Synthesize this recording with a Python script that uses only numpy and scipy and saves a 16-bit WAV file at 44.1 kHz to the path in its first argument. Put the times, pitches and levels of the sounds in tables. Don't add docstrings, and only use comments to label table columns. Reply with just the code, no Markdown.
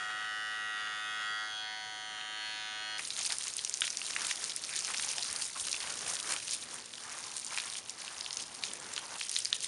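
import sys
import numpy as np
from scipy import signal
from scipy.fft import rfft, irfft, next_fast_len
from scipy.io import wavfile
from scipy.ndimage import uniform_filter1d, map_coordinates

SR = 44100
rng = np.random.default_rng(int(sys.argv[2]) if len(sys.argv) > 2 else 0)


def unload_wav(signal):
    wavfile.write(
        sys.argv[1],
        SR,
        np.round(np.clip(np.atleast_2d(signal).T, -1, 1) * 32767).astype(np.int16),
    )


N = 426447

CUT_S = 2.975
# start_s, strokes_hz
STROKE_RATE = [(0.0, 105.6), (0.27, 106.7), (0.42, 107.1), (0.93, 106.1), (1.08, 106.3), (1.91, 107.1),
               (1.95, 106.5), (2.09, 106.9), (2.15, 106.1), (2.37, 107), (2.97, 106.8)]
FIRST_RATE_HZ = STROKE_RATE[0][1]
# start_s, level_db
SPRAY_FLOW = [(2.98, -44.5), (3.4, -45), (3.76, -48.5), (4.3, -42), (4.58, -47), (4.9, -41.5), (5.36, -45),
              (5.47, -48), (5.52, -50.5), (5.66, -42.5), (6.0, -46.5), (6.45, -45.5), (6.86, -53.5),
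              (6.98, -53.5), (7.3, -47.5), (7.7, -48.5), (7.84, -54.5), (8.33, -50.5), (8.8, -55),
              (9.35, -49), (9.66, -50.5)]


def amp(db):
    return 10 ** (np.asarray(db) / 20)


def unit(x):
    return x / np.sqrt(np.mean(x ** 2) + 1e-20)


def steady(x, seconds):
    power = np.abs(uniform_filter1d(x ** 2, int(seconds * SR)))
    return x / np.sqrt(power + 1e-12)


def along(points, hz):
    point_hz, value = np.transpose(points)
    return np.interp(np.log(hz + 1), np.log(point_hz + 1), value)


def clock():
    return np.arange(N) / SR


def curves(rows):
    start_s, *columns = np.transpose(rows)
    return [np.interp(clock(), start_s, column) for column in columns]


def wobble(rate):
    knots = rng.standard_normal(4096)
    position = np.arange(0, N, 8) * rate / SR
    return np.repeat(map_coordinates(knots, [position], mode="wrap"), 8)[:N]


def filtered(x, response):
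    size = next_fast_len(N + 8192)
    gain = response(np.fft.rfftfreq(size, 1 / SR))
    return irfft(rfft(x, size) * gain, size)[:N]


def coloured(x, spectrum):
    return unit(filtered(x, lambda hz: amp(along(spectrum, hz))))


def noise(spectrum):
    return coloured(rng.standard_normal(N), spectrum)


def add(track, start_s, sound):
    part = track[round(start_s * SR):][:len(sound)]
    part += sound[:len(part)]


def swell(middle_s, length_s):
    return np.exp(-np.minimum((2 * (clock() - middle_s) / length_s) ** 2, 60))


def burst(pitch_hz, width, t60, tail_db, tail_t60):
    t = np.arange(4096) / SR
    hz = np.fft.rfftfreq(len(t), 1 / SR)

    def band(centre, spread):
        return 1j * hz * spread * centre / (centre * centre - hz * hz + 1j * hz * spread * centre)

    smack, tail, grain = rng.standard_normal((3, len(t)))
    fading_noise = smack * amp(-60 * t / t60)
    smack = irfft(rfft(fading_noise) * band(pitch_hz, width) * band(pitch_hz, 0.84))
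    tail = unit(irfft(rfft(tail * amp(1.3 * grain)) * band(1.15 * pitch_hz, 0.57) ** 2))
    return smack / np.abs(smack).max() + amp(tail_db - 60 * t / tail_t60) * tail


def stroke_phases(ring_s, return_db, return_share):
    cycle = np.arange(4096) / 4096

    def ring(start):
        return np.exp(-((cycle - start) % 1) / (ring_s * FIRST_RATE_HZ))

    knocks = ring(0) + amp(return_db) * ring(return_share)
    return np.angle(rfft(knocks * rng.standard_normal(len(cycle))))


def facing_away(upright, edge_on):
    width = 0.043
    lobe_pose, lobe_share = 0.12, 0.28

    def bump(pose):
        return np.exp(-((upright - pose) / width) ** 2)

    return bump(edge_on) - lobe_share * bump(edge_on + lobe_pose)


def fading(buzz, moving):
    depth_db, fades_per_s = 2.2, 3.5
    hz, t, z = signal.stft(buzz, SR, nperseg=2048)
    pace = moving / moving[:round(CUT_S * SR)].mean()
    travel = np.interp(t, clock(), np.cumsum(pace) / SR)
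    place = np.meshgrid(hz / FIRST_RATE_HZ, fades_per_s * travel, indexing="ij")
    field = map_coordinates(rng.standard_normal((256, 128)), place, mode="wrap", order=2)
    faded = signal.istft(z * amp(depth_db * field), SR, nperseg=2048)[1][:N]
    return unit(faded) * buzz.std()


def hair(turns, upright):
    # middle_s, level_db, length_s
    snips = [(0.027, -50, 0.069), (0.108, -46, 0.03), (0.203, -53, 0.1), (0.24, -53, 0.028),
             (0.54, -51, 0.04), (0.802, -50, 0.053), (0.871, -50, 0.04), (0.936, -54, 0.028),
             (.99, -54, .03), (1.225, -52, 0.042), (2.144, -52, 0.022), (2.192, -49, .03),
             (2.255, -57, .03)]
    # pitch_hz, level_db (per Hz)
    hair_colour = [(400, -24), (1000, -3), (1700, 4.5), (2400, -3), (3300, -0.5), (4500, -10),
                   (7000, -14.5), (11000, -28)]
    rasp = amp(-56.5 - 6.5 * upright)
    cutting = rasp + sum(amp(db) * swell(s, length) for s, db, length in snips)
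    shear = unit(0.69 + np.exp(-(turns % 1) / 0.87)) * amp(1.4 * wobble(150))
    out = cutting * shear * noise(hair_colour)
    add(out, 2.2115, amp(-26.5) * burst(2800, width=.3, t60=.007, tail_db=-39.13, tail_t60=.03))
    return out


def clippers():
    # start_s, upright (0 sideways to 1 upright)
    pose = [(0, 0.22), (1.33, .33), (1.48, 0.58), (1.56, 0.63), (1.68, 0.75), (1.9, 0.83), (2.42, 0.9),
            (2.58, 0.82), (2.97, .86)]
    # start_s, movement (0 still to 1 brisk)
    hand = [(0, 0.41), (1.05, 0.49), (1.42, 0.78), (1.6, 0.88), (1.9, 0.43), (2.3, 0.34), (2.46, 1),
            (2.73, 0.66), (2.92, 0.96)]
    # start_s, level_db
    body = [(.1, 1), (.5, 0), (1.0, 1), (1.28, 3.5), (1.5, 1), (1.75, -1.5), (2.1, 1), (2.42, 4.5),
            (2.57, -.5), (2.97, 1.5)]
    part_edges = [50, 1100, 1650, 2400, 3800, 5300, 12000]
    # sideways_db, upright_db, brisk_move_db,
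    # body_share (of the body's ring), edge_on (pose), edge_on_db (level change when edge-on)
    parts = [(-54, -52.5, -0.5, 0, .5, 2), (-39, -51.5, 0, 0.96, .5, 2),
             (-41.5, -51, 1, 0.57, 0.646, -11.5), (-48, -47.5, 3, 0.38, 0.543, -5),
             (-62, -57.5, 11.5, 0, 0.6, -2), (-56.5, -56, 1.5, 0, 0.725, -3.5)]
    # multiple (of the stroke rate), level_db
    sideways_ring = [(1, -27), (2, -43), (3, -22), (4, -20), (5, -21), (6, -15.5), (7, -1), (8, -12),
                     (9, -26), (10, -7.5), (11, 2.5), (12, 12), (13, 12), (14, 14.5), (15, 7), (16, -5),
                     (17, -3.5), (18, 7.5), (19, -16), (20, -18), (21, -27), (22, -33), (23, -18), (24, -9),
                     (25, -30), (26, -7), (27, -0.5), (28, -6), (29, -9), (30, -21), (31, 4.5), (32, -5)]
    upright_ring = [(1, -26.5), (2, -29), (3, -16), (4, -28), (5, -16), (6, -11), (7, 1), (8, -9), (9, 0.5),
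                    (10, -24), (11, 3), (12, 4.5), (13, -6), (14, 11.5), (15, 11), (16, 12), (17, 11.5),
                    (18, 15.5), (19, 13.5), (20, 16.5), (21, 15), (22, -17), (23, -10.5), (24, -10),
                    (25, -12), (26, -9.5), (27, -1.5), (28, -5), (29, -4.5), (30, -6.5), (31, 2), (32, 1.5)]
    # pitch_hz, level_db
    sideways_steel = [(3450, 1), (3750, -11), (4100, -30), (4300, -32), (4560, -13), (4690, -9),
                      (4900, -35), (5250, -14), (5700, -37), (6300, -19), (6850, -33), (7130, -18),
                      (7500, -27), (9500, -25.5)]
    upright_steel = [(3450, -10), (3950, -10.5), (4290, 0.5), (4530, -26), (4900, -10), (5350, -26.5),
                     (5900, -14), (6200, -18.5), (6900, -18), (7400, -33), (8750, -23.5), (9100, -25),
                     (9500, -22), (11000, -28)]

    rate, upright = curves(STROKE_RATE)[0], np.clip(curves(pose)[0], 0, 1)
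    moving, body_db = curves(hand)[0], curves(body)[0]
    live = clock() < CUT_S + .1
    turns = np.cumsum(rate * (1 + .0004 * wobble(20))) / SR + .00017 * wobble(110)
    phases = stroke_phases(ring_s=.0017, return_db=-6, return_share=.72)
    k = np.arange(len(phases))
    hz = k * FIRST_RATE_HZ
    echoes = []
    for delay_s in (.0007, .0016, .0029):
        path_s = delay_s + .00008 * moving * wobble(4.5)
        echoes.append((turns - rate * path_s)[live])

    def read(cycle, at):
        return np.interp(at % 1, np.arange(len(cycle)) / len(cycle), cycle)

    poses = ((sideways_ring, sideways_steel, 1 - upright), (upright_ring, upright_steel, upright))
    buzz = np.zeros(N)
    for lo, hi, row in zip(part_edges, part_edges[1:], parts):
        side_db, up_db, move_db, body_share, edge_on, edge_on_db = row
        facing_db = side_db + (up_db - side_db) * upright + edge_on_db * facing_away(upright, edge_on)
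        level_db = facing_db + move_db * moving + body_share * body_db
        lag = .07 * np.log2(lo / part_edges[3])
        reflect = .37 * min(lo / part_edges[3], 1)
        part = 0
        for housing, steel, share in poses:
            order, order_db = np.transpose(housing)
            ring_db = np.where(k <= order[-1], np.interp(k, order, order_db), along(steel, hz))
            in_band = (hz >= lo) * (hz < hi)
            cycle = irfft(amp(ring_db) * in_band * np.exp(1j * (phases - 2 * np.pi * k * lag)))
            reflected = sum(read(cycle, echo) for echo in echoes)
            part = part + share[live] * unit(read(cycle, turns[live]) + reflect * reflected)
        buzz[live] += amp(level_db[live]) * steady(part, .047)
    return fading(buzz, moving) + hair(turns, upright)


def yard(washing):
    # pitch_hz, level_db (per Hz)
    yard_colour = [(25, -23), (50, -12), (80, -4.5), (110, -3), (200, -5.5), (330, -4.5), (600, -5),
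                   (1000, -10), (2000, -10.5), (5000, -12), (11000, -21)]
    return amp(-57.5 + 2 * washing + 0.89 * wobble(3.2)) * noise(yard_colour)


def droplets(spectrum, pitch_hz, cycles, spread_db, clump_db, wash_db, count):
    when, pitch, size = rng.random((count, 3)).T
    t = np.arange(160) / SR
    hz = np.clip(pitch_hz * 2 ** (2 * pitch[:, None] - 1), 100, SR / 3)
    size = amp(spread_db * np.minimum(-np.log(1 - size), 3))
    rings = size[:, None] * np.sin(2 * np.pi * hz * t) * np.exp(-hz * t / cycles)
    where = (when * N).astype(int)[:, None] + np.arange(len(t))
    grains = coloured(np.bincount(where.ravel(), rings.ravel(), N)[:N], spectrum)
    return steady(amp(clump_db) * (grains + amp(wash_db) * noise(spectrum)), 0.089)


def spray():
    # middle_s, level_db, length_s, drum_db (drumming against splash)
    sweeps = [(3.193, -49.5, 0.037, -16), (3.32, -43.5, 0.04, -16), (3.854, -68, .06, -18),
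              (4.23, -47, 0.15, -9), (4.43, -54, 0.16, -5.5), (4.906, -45, 0.075, -14),
              (5.068, -53.5, 0.18, -11), (5.342, -49.5, 0.2, -10), (5.678, -60, 0.094, 5.5),
              (5.872, -46.5, 0.15, -12), (6.09, -48, 0.22, -7), (6.306, -43, 0.13, -7),
              (6.746, -53.5, 0.2, -6), (7.123, -51.5, 0.27, -12), (7.302, -59.5, 0.21, -9),
              (7.542, -48, 0.071, -13), (7.65, -52.5, 0.11, -6), (8.103, -54, 0.36, -11),
              (8.39, -60, 0.13, -2), (8.66, -58, 0.3, -6), (8.91, -53, 0.38, -9),
              (9.137, -50.5, 0.085, -8.5)]
    # middle_s, level_db, length_s, mist_db (against spatter)
    gushes = [(3.218, -39, 0.054, -13), (3.264, -36, 0.023, 1), (3.866, -39.5, 0.066, -3.5),
              (4.315, -38, 0.037, -10), (4.782, -39, 0.056, -8), (5.025, -49, .04, 9),
              (5.105, -40.5, 0.049, -1), (5.266, -41, 0.066, -4), (5.434, -44.5, 0.11, 4.5),
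              (5.61, -47.5, 0.1, 7.5), (5.714, -50, 0.087, 7), (6.12, -43.5, 0.14, 4.5),
              (6.32, -43.5, 0.13, 4), (6.532, -42, 0.058, 3.5), (6.75, -58, 0.031, 16),
              (7.383, -56, 0.056, 13.5), (7.597, -45.5, 0.085, 0), (7.776, -42.5, 0.043, 0),
              (7.895, -50.5, 0.047, 3), (8.01, -45, .05, -5), (8.407, -43, 0.054, -4),
              (8.664, -44, 0.1, -3), (8.963, -51, 0.089, -4), (9.226, -46.5, 0.12, 0),
              (9.368, -40.5, 0.12, -2), (9.556, -43.5, 0.027, 2), (9.643, -38, 0.035, 0)]
    # pitch_hz, level_db (per Hz)
    drum_colour = [(25, -45), (80, -12), (170, -2.5), (320, -3), (550, 0), (900, -26), (1800, -51)]
    splash_colour = [(100, -55), (350, -29), (650, -11.5), (1050, -5.5), (1700, -3.5), (2400, -7.5),
                     (4000, -15.5)]
    spatter_colour = [(200, -50), (1000, -10), (2000, -7), (2800, 0), (5000, 5), (6500, 5.5), (9000, -10.5)]
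    mist_colour = [(800, -61), (3500, -19), (5500, -11.5), (6800, -6.5), (9300, -0.5), (10300, -2),
                   (11500, -4)]
    sweep_spray_db = -6.5

    flow = amp(curves(SPRAY_FLOW)[0] + 1.33 * wobble(16))
    coat = np.sqrt(sum((amp(db) * swell(s, length)) ** 2 for s, db, length, _ in sweeps))
    flank = sum(amp(db + drum_db) * swell(s, length) for s, db, length, drum_db in sweeps)
    spatter_power = mist_power = flow ** 2 + (amp(sweep_spray_db) * coat) ** 2
    for s, db, length, mist_db in gushes:
        gush = amp(db) * swell(s, length)
        spatter_power = spatter_power + gush ** 2
        mist_power = mist_power + (amp(mist_db) * gush) ** 2
    clumps = wobble(380) + 0.71 * wobble(120)

    drum_level = np.hypot(flank, amp(-25.5) * flow) * amp(2.5 * wobble(7.1))
    drum = drum_level * noise(drum_colour)
    splash_level = amp(4.0) * np.hypot(coat, amp(-13.5) * flow)
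    splash = splash_level * droplets(splash_colour, pitch_hz=1320, cycles=1.16, spread_db=8,
                                     clump_db=0.83 * clumps, wash_db=4.5, count=9000)
    spatter_level = amp(0.5) * np.sqrt(spatter_power)
    spatter = spatter_level * droplets(spatter_colour, pitch_hz=3730, cycles=2.16, spread_db=5.0,
                                       clump_db=2.63 * clumps, wash_db=-2.0, count=5500)
    mist_level = amp(2.5) * np.sqrt(mist_power)
    mist = mist_level * droplets(mist_colour, pitch_hz=7080, cycles=2.2, spread_db=5.0,
                                 clump_db=1.93 * clumps, wash_db=0, count=14000)
    return drum + splash + spatter + mist


def small_gouts(count):
    mean_db, follows = -27.5, 0.91
    middle_hz, octaves = 5260, 0.55
    when, pitch = rng.random((count, 2)).T
    start_s = CUT_S + when * (N / SR - CUT_S)
    flow_db = np.interp(start_s, *np.transpose(SPRAY_FLOW))
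    peak_db = mean_db + follows * (flow_db - flow_db.mean())
    return list(zip(start_s, peak_db, middle_hz * 2 ** (octaves * (2 * pitch - 1))))


def slaps():
    # start_s, peak_db (of the smack), pitch_hz
    big_gouts = [(2.9934, -22.5, 2065), (3.1038, -22.5, 3730), (3.1752, -24, 8830), (3.1903, -22, 6600),
                 (3.257, -25, 6680), (3.303, -23.5, 2930), (3.3215, -15.5, 6750), (3.384, -18, 8550),
                 (3.481, -21.5, 6960), (3.5667, -16.5, 9900), (3.5909, -21.5, 3180), (3.6479, -16.5, 5800),
                 (3.695, -18, 6400), (3.7395, -17.5, 5570), (3.7723, -22, 7110), (3.8066, -17.5, 8900),
                 (3.8185, -13.5, 3000), (3.877, -23, 2600), (3.903, -18.5, 5230), (3.9706, -19, 6170),
                 (4.0157, -24, 2760), (4.0647, -22, 8480), (4.1074, -23, 4850), (4.1632, -18, 2390),
                 (4.2078, -27, 2980), (4.2676, -17, 8850), (4.3118, -19, 2370), (4.4407, -16.5, 5300),
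                 (4.562, -16.5, 9100), (4.638, -23.5, 4820), (4.7621, -19, 6940), (4.79, -19.5, 6200),
                 (4.8474, -19, 5240), (4.9437, -20.5, 2800), (4.996, -22.5, 2350), (5.0888, -19, 5000),
                 (5.1822, -18, 3760), (5.231, -21, 4930), (5.3278, -18, 8660), (5.7279, -17.5, 5030),
                 (5.8034, -25, 3870), (6.1676, -24.5, 4280), (6.363, -24, 2850), (6.509, -19.5, 6240),
                 (6.9365, -28.5, 3130), (7.4467, -22, 8800), (7.575, -18, 2140), (7.584, -19.5, 2870),
                 (7.5996, -22.5, 3480), (7.7533, -26.5, 2800), (7.895, -24, 5860), (8.079, -25, 3140),
                 (8.209, -21.5, 5000), (8.262, -24.5, 3000), (8.307, -23, 4000), (8.3285, -23, 5430),
                 (8.3697, -21.5, 5830), (8.6367, -18.5, 3560), (8.7345, -23.5, 8400), (8.7997, -28, 6970),
                 (8.9366, -20.5, 7500), (8.963, -19, 4200), (8.9776, -19.5, 2730), (9.212, -20, 2630),
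                 (9.2936, -17, 6640), (9.314, -17.5, 9370), (9.3633, -14.5, 3740), (9.387, -15, 8840),
                 (9.4485, -16, 6500), (9.4548, -16.5, 4740), (9.528, -11.5, 3860), (9.605, -22, 6050)]
    out = np.zeros(N)
    for s, db, pitch_hz in big_gouts + small_gouts(count=55):
        smack = burst(pitch_hz, width=0.51, t60=0.0065, tail_db=-18.63, tail_t60=0.024)
        thump = burst(.5 * pitch_hz, width=0.32, t60=0.0074, tail_db=-47.13, tail_t60=.03)
        add(out, s + .0006, amp(db) * (smack + amp(-16.5) * thump))
    return out


def swashes():
    # middle_s, level_db, pitch_hz, length_s
    sheets = [(2.996, -41, 1875, 0.024), (3.821, -31, 2200, 0.0051), (3.843, -35, 2930, 0.0081),
              (4.105, -36, 1930, 0.0061), (4.738, -46, 2090, 0.085), (5.187, -50.5, 735, 0.05),
              (5.565, -43.5, 1080, 0.027), (5.744, -33, 2900, 0.0086), (6.524, -39, 5100, .025),
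              (7.586, -44, 1910, 0.014), (9.529, -45, 1800, .02)]
    out = np.zeros(N)
    t = np.arange(SR) / SR - .5
    hz = np.fft.rfftfreq(SR, 1 / SR)
    for s, db, pitch_hz, length in sheets:
        hollow = 1 / (1 + (3.2 * (hz - pitch_hz) / pitch_hz) ** 2)
        crackle = rng.standard_normal(SR) * amp(5 * rng.standard_normal(SR))
        swish = unit(irfft(rfft(crackle) * hollow))
        add(out, s - .5, amp(db) * np.exp(-(2 * t / length) ** 2) * swish)
    return out


def barn(x):
    # pitch_hz, t60_s
    decay = [(200, 0.21), (2000, 0.28), (10000, 0.08)]
    hz, t, z = signal.stft(rng.standard_normal(SR // 2), SR, nperseg=256)
    dying = z * amp(-60 * t / along(decay, hz)[:, None])
    tail = signal.istft(dying, SR, nperseg=256)[1]
    late = np.pad(x, (round(.006 * SR), 0))
    return signal.fftconvolve(late, tail / np.linalg.norm(tail))[:N]


def thuds():
    # start_s, level_db
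    pushes = [(5.29, -56), (5.6, -58)]
    colour = [(20, -24), (55, -3), (100, -1), (250, -35), (1000, -80)]  # pitch_hz, level_db (per Hz)
    level = 0
    for s, db in pushes:
        age = np.maximum(clock() - s, 0) / 0.013
        level = level + amp(db) * age * np.exp(1 - age)
    return level * noise(colour)


def hum():
    # start_s, level_db
    hum_level = [(6.35, -93), (6.5, -67.5), (7.3, -73), (7.9, -75), (8.6, -70.5), (9.15, -87), (9.25, -95)]
    hz = 236 + 2.0 * wobble(14)
    tone = np.sqrt(2) * np.sin(2 * np.pi * np.cumsum(hz) / SR)
    return amp(curves(hum_level)[0] + 2.4 * wobble(9.1)) * tone


def rush():
    # start_s, level_db
    rush_level = [(6.98, -73), (7.1, -55), (7.62, -63), (7.85, -64), (8.05, -60), (8.6, -59), (9.0, -58),
                  (9.17, -49), (9.2, -85)]
    # pitch_hz, level_db (per Hz)
    hollow_colour = [(200, -58), (750, -7.5), (1030, -5), (1300, -12), (4000, -35)]
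    return amp(curves(rush_level)[0] + 2.6 * wobble(25)) * noise(hollow_colour)


def scene():
    washing = np.clip((clock() - CUT_S) / 0.011, 0, 1)
    gouts = slaps() + swashes()
    wall = amp(-14.0) * barn(gouts)
    wash_stand = spray() + gouts + wall + thuds() + hum() + rush()
    return ((1 - washing) * clippers() + washing * wash_stand + yard(washing))[None]


def record(dry):
    # pitch_hz, gain_db
    microphone = [(20, -4), (7400, 1), (7900, -5.5), (8450, 2.5), (10000, -0.5), (10900, -7), (11500, -21),
                  (11900, -49)]
    top_hz = 11967
    return filtered(dry[0], lambda hz: amp(along(microphone, hz)) * (hz < top_hz))[None]


dry = scene()
out = record(dry)
unload_wav(out)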